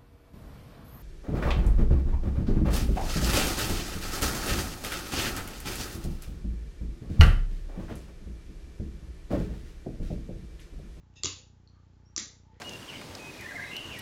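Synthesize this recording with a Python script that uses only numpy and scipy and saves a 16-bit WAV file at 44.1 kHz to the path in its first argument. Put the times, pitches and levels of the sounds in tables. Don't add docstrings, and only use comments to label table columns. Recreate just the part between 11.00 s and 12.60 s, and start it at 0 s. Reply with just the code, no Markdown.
import sys
import numpy as np
from scipy import signal
from scipy.fft import rfft, irfft, next_fast_len
from scipy.io import wavfile
from scipy.ndimage import uniform_filter1d, map_coordinates

SR = 44100
rng = np.random.default_rng(int(sys.argv[2]) if len(sys.argv) > 2 else 0)


def generate_wav(sig):
    pcm = np.round(np.clip(np.atleast_2d(sig).T, -1, 1) * 32767).astype(np.int16)
    wavfile.write(sys.argv[1], SR, pcm)


def magnitude_from_level(level_db):
    exponent = np.asarray(level_db, float) / 20
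    return 10 ** exponent


N = 70560
TIME_S = np.arange(N) / SR


def unit(x):
    return x / np.sqrt(np.mean(x ** 2) + 1e-20)


def along(points, hz):
    f, value = np.transpose(points)
    return np.interp(np.log(hz + 1), np.log(f + 1), value)


def wobble(rate_hz):
    return map_coordinates(rng.standard_normal(400), [TIME_S * rate_hz])


def filtered(x, response):
    size = next_fast_len(N + SR // 2)
    hz = np.fft.rfftfreq(size, 1 / SR)
    return irfft(rfft(x, size) * response(hz), size)[..., :N]


def resonance(f, centre_hz, width_hz):
    damping = 1j * f * width_hz
    return damping / (centre_hz ** 2 - f ** 2 + damping)


def rings(rows, attack_s):
    out = np.zeros(N)
    for start_s, db, hz, t60_s in rows:
        ago = np.maximum(TIME_S - start_s, 0)
        envelope = magnitude_from_level(db - 60 * ago / t60_s) * (1 - np.exp(-ago / attack_s))
        out += envelope * np.sin(2 * np.pi * hz * (TIME_S - start_s))
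    return out


# t/s, peak level/dB, f/Hz, t60/s
CONTACTS = [(.1395, -58, 2800, .003), (.2346, -21, 4600, .004), (.2351, -15, 7000, .005),
            (.2370, -29, 3500, .005), (.2456, -17, 6300, .004), (.2474, -23, 3700, .004),
            (.2502, -25, 6000, .004), (.2528, -24, 7000, .009), (.2553, -27, 2700, .004),
            (.2565, -17, 6800, .006), (.2568, -21, 4800, .004), (.2593, -22, 5500, .004),
            (.2635, -29, 4500, .004), (.2683, -25, 3600, .004), (1.1632, -17, 5800, .004),
            (1.1662, -27, 7000, .005), (1.1701, -32, 5500, .003), (1.1746, -29, 4800, .006),
            (1.1783, -17, 7250, .004), (1.1786, -27, 2100, .004), (1.1793, -18, 6200, .004),
            (1.1815, -27, 7100, .005), (1.1828, -25, 6500, .003), (1.1854, -27, 5000, .003),
            (1.1870, -26, 7200, .003), (1.1907, -28, 3700, .004), (1.1968, -31, 7200, .008),
            (1.2010, -32, 5500, .006), (1.2053, -31, 7000, .005), (1.5440, -66, 3300, .006)]
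# f/Hz, level/dB
CRACK_COLOUR = [(600, -26), (1200, -20), (1800, -18), (2700, -9), (4800, -3), (7300, 2), (9000, -20)]


def clicks():
    rise_s, crack_t60_s = .0004, .004
    crack_db, snap_db, total_db = -3, -1, 7.5
    burst, snaps = np.zeros(N), np.zeros(N)
    for start_s, db, _, _ in CONTACTS:
        ago = np.maximum(TIME_S - start_s, 0)
        burst += magnitude_from_level(crack_db + db - 60 * ago / crack_t60_s) * (1 - np.exp(-ago / rise_s))
        snaps[round((start_s + rise_s) * SR)] += magnitude_from_level(snap_db + db)
    rough = burst * np.sign(rng.standard_normal(N))
    crack = filtered(snaps + rough, lambda hz: magnitude_from_level(along(CRACK_COLOUR, hz)))
    return magnitude_from_level(total_db) * (rings(CONTACTS, rise_s) + crack)


# t/s, level/dB, f/Hz, t60/s
PILE_THUMPS = [
    (.235, -35, 1162, .02),
    (.243, -23.5, 364.6, 0.022),
    (.243, -27.5, 96.2, 0.071),
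    (.256, -19, 1150, 0.0067),
    (.258, -37, 286, 0.099),
    (.264, -30, 87.5, .1),
    (1.164, -32.5, 1198, 0.017),
    (1.164, -46, 393, 0.018),
    (1.177, -29.5, 303, .03),
    (1.197, -42.5, 217.7, 0.089),
]


def thumps():
    return filtered(rings(PILE_THUMPS, attack_s=.002), lambda hz: hz ** 2 / (hz ** 2 + 60 ** 2))


# f/Hz, width/Hz, level/dB
PIN_MODES = [(1870, 100, -13), (2680, 110, 2), (3650, 450, -9), (5120, 400, -10), (6500, 700, -11)]


def scrape():
    start_s, attack_s, hold_s, release_s = .148, .016, .028, .02
    level_db = -56
    corners_s = np.cumsum([start_s, attack_s, hold_s, release_s])
    stroke = np.interp(TIME_S, corners_s, [0, 1, 1, 0])

    def pin(f):
        return sum(magnitude_from_level(db) * resonance(f, hz, width_hz) ** 2 for hz, width_hz, db in PIN_MODES)

    slips = unit(filtered(rng.standard_normal(N), pin))
    return magnitude_from_level(level_db) * stroke ** 2 * slips


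# t/s, level/dB, f/Hz, t60/s
FAR_TICKS = [
    (.6748, -43, 4350, .008),
    (.6755, -62, 5900, .006),
    (.6860, -60, 4150, .010),
    (.6960, -58, 4600, .008),
    (.934, -62, 4200, .008),
    (.956, -65, 4800, .008),
]


def ticks():
    return rings(FAR_TICKS, attack_s=.0006)


# t/s, length/s, level/dB, f/Hz, rise/(Hz/s)
WHISTLES = [
    (.42, .1, -76, 6050, 0),
    (.683, .05, -76, 5880, 100),
    (1.05, .09, -72, 5540, 3200),
]


def birds():
    flutter_db, flutter_hz = 4, 200
    out = np.zeros(N)
    for start_s, length_s, db, hz, rise in WHISTLES:
        ago = TIME_S - start_s
        phase = 2 * np.pi * (hz * ago + rise * ago ** 2 / 2) + .6 * wobble(120)
        swell = np.sin(np.pi * np.clip(ago / length_s, 0, 1) ** .45)
        flutter = magnitude_from_level(db + flutter_db * wobble(flutter_hz))
        out += flutter * swell * np.sin(phase)
    return out


# t/s, length/s, level/dB, f/Hz, width/Hz
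SOFT_RUSTLES = [
    (-.1, 0.77, -75.5, 850, 30),
    (.13, 0.057, -74.5, 500, 47),
    (.3, 0.17, -69.5, 500, 36),
    (.68, 0.21, -75.5, 1200, 150),
    (1.193, 0.18, -66.5, 470, 85),
    (1.42, .2, -70.5, 875, 13),
    (1.5, 0.26, -70.5, 1900, 370),
    (1.511, 0.08, -69, 454, 27),
    (-1.3, 9.6, -93, 3200, 46),
    (.2, 2.62, -78.5, 870, 63),
]


def rustles():
    out = np.zeros(N)
    for start_s, length_s, db, hz, width_hz in SOFT_RUSTLES:
        swell = np.sin(np.pi * np.clip((TIME_S - start_s) / length_s, 0, 1))
        noise = filtered(rng.standard_normal(N), lambda f: resonance(f, hz, width_hz))
        out += magnitude_from_level(db) * swell * unit(noise)
    return out


# f/Hz, t60/s
ROOM_T60 = [(100, .2), (400, .25), (1500, .36), (4000, .36), (7500, .35)]
# f/Hz, level/dB
TAIL_COLOUR = [(100, -2), (1500, 1.5), (4000, 0.5), (7500, -7)]


def room(x):
    gap_s = .008
    hz, t, z = signal.stft(rng.standard_normal(SR // 2), SR, nperseg=256)
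    decay_db = along(TAIL_COLOUR, hz)[:, None] - 60 * t / along(ROOM_T60, hz)[:, None]
    tail = signal.istft(z * magnitude_from_level(decay_db), SR, nperseg=256)[1]
    tail = tail * (1 - np.exp(-np.arange(len(tail)) / SR / gap_s))
    return signal.fftconvolve(x, tail / np.linalg.norm(tail))[:N]


# f/Hz, density/dB
FLOOR_COLOUR = [(25, -10.5), (50, 3), (130, -6), (280, -8.5), (600, -21), (1200, -21), (2500, -28.5),
                (7600, -33)]


def floor():
    level_db, patch_db = -66, .8
    z = signal.stft(rng.standard_normal(N + 512), nperseg=512)[2]
    patches = uniform_filter1d(uniform_filter1d(rng.standard_normal(z.shape), 5, 0), 14, 1)
    hiss = signal.istft(z * magnitude_from_level(patch_db * unit(patches)), nperseg=512)[1][:N]
    coloured = filtered(hiss, lambda hz: magnitude_from_level(along(FLOOR_COLOUR, hz)) * (hz > 30))
    return magnitude_from_level(level_db) * unit(coloured)


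def frame_thump():
    frame_hz, first_s, level_db, scatter_db = 30, .0003, -56.8, .6
    coupling_hz, coupling_width_hz, smooth_hz, block_hz = 68.4, 33.9, 63.6, 116
    lead_s, lead_share = -.0008, .63
    steps = np.zeros(N + SR // 4)
    at = np.round((first_s + np.arange(55) / frame_hz) * SR).astype(int)
    steps[at] = magnitude_from_level(scatter_db * rng.standard_normal(len(at)))
    f = np.fft.rfftfreq(len(steps), 1 / SR)
    drop = 1j * f / (coupling_hz ** 2 - f * f + 1j * f * coupling_width_hz) / (1 + 1j * f / smooth_hz) ** 2
    swell = lead_share * np.exp(2j * np.pi * f * lead_s) / (1 + (f / smooth_hz) ** 2) / smooth_hz
    advance = np.exp(2j * np.pi * f * 7 / frame_hz)
    block = 1j * f / (block_hz + 1j * f)
    train = irfft(rfft(steps) * (swell - drop) * advance * block, len(steps))[:N]
    return magnitude_from_level(level_db) * unit(train)


def scene():
    near = clicks() + thumps() + scrape()
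    far = ticks() + birds()
    first_pin = TIME_S < .6
    near_wet = room(near * first_pin) + room(near * ~first_pin)
    wet = magnitude_from_level(-4) * near_wet + magnitude_from_level(-6) * room(far)
    return (near + far + wet + rustles() + floor() + frame_thump())[None]


def roll_off(x):
    return signal.sosfilt(signal.butter(12, 8460, fs=SR, output="sos"), x)


# f/Hz, level/dB
BAND_EDGE = [(7330, 0), (7480, -11), (7620, -35), (7760, -80)]


def record(dry):
    skirt_db, dither_db = 8, -99
    kept = filtered(dry, lambda hz: magnitude_from_level(along(BAND_EDGE, hz)))
    skirt = filtered(kept ** 3, lambda hz: (hz > 7550) & (hz < 8250))
    dither = magnitude_from_level(dither_db) * rng.standard_normal(dry.shape)
    return roll_off(kept + magnitude_from_level(skirt_db) * skirt + dither)


dry = scene()
out = record(dry)
generate_wav(out)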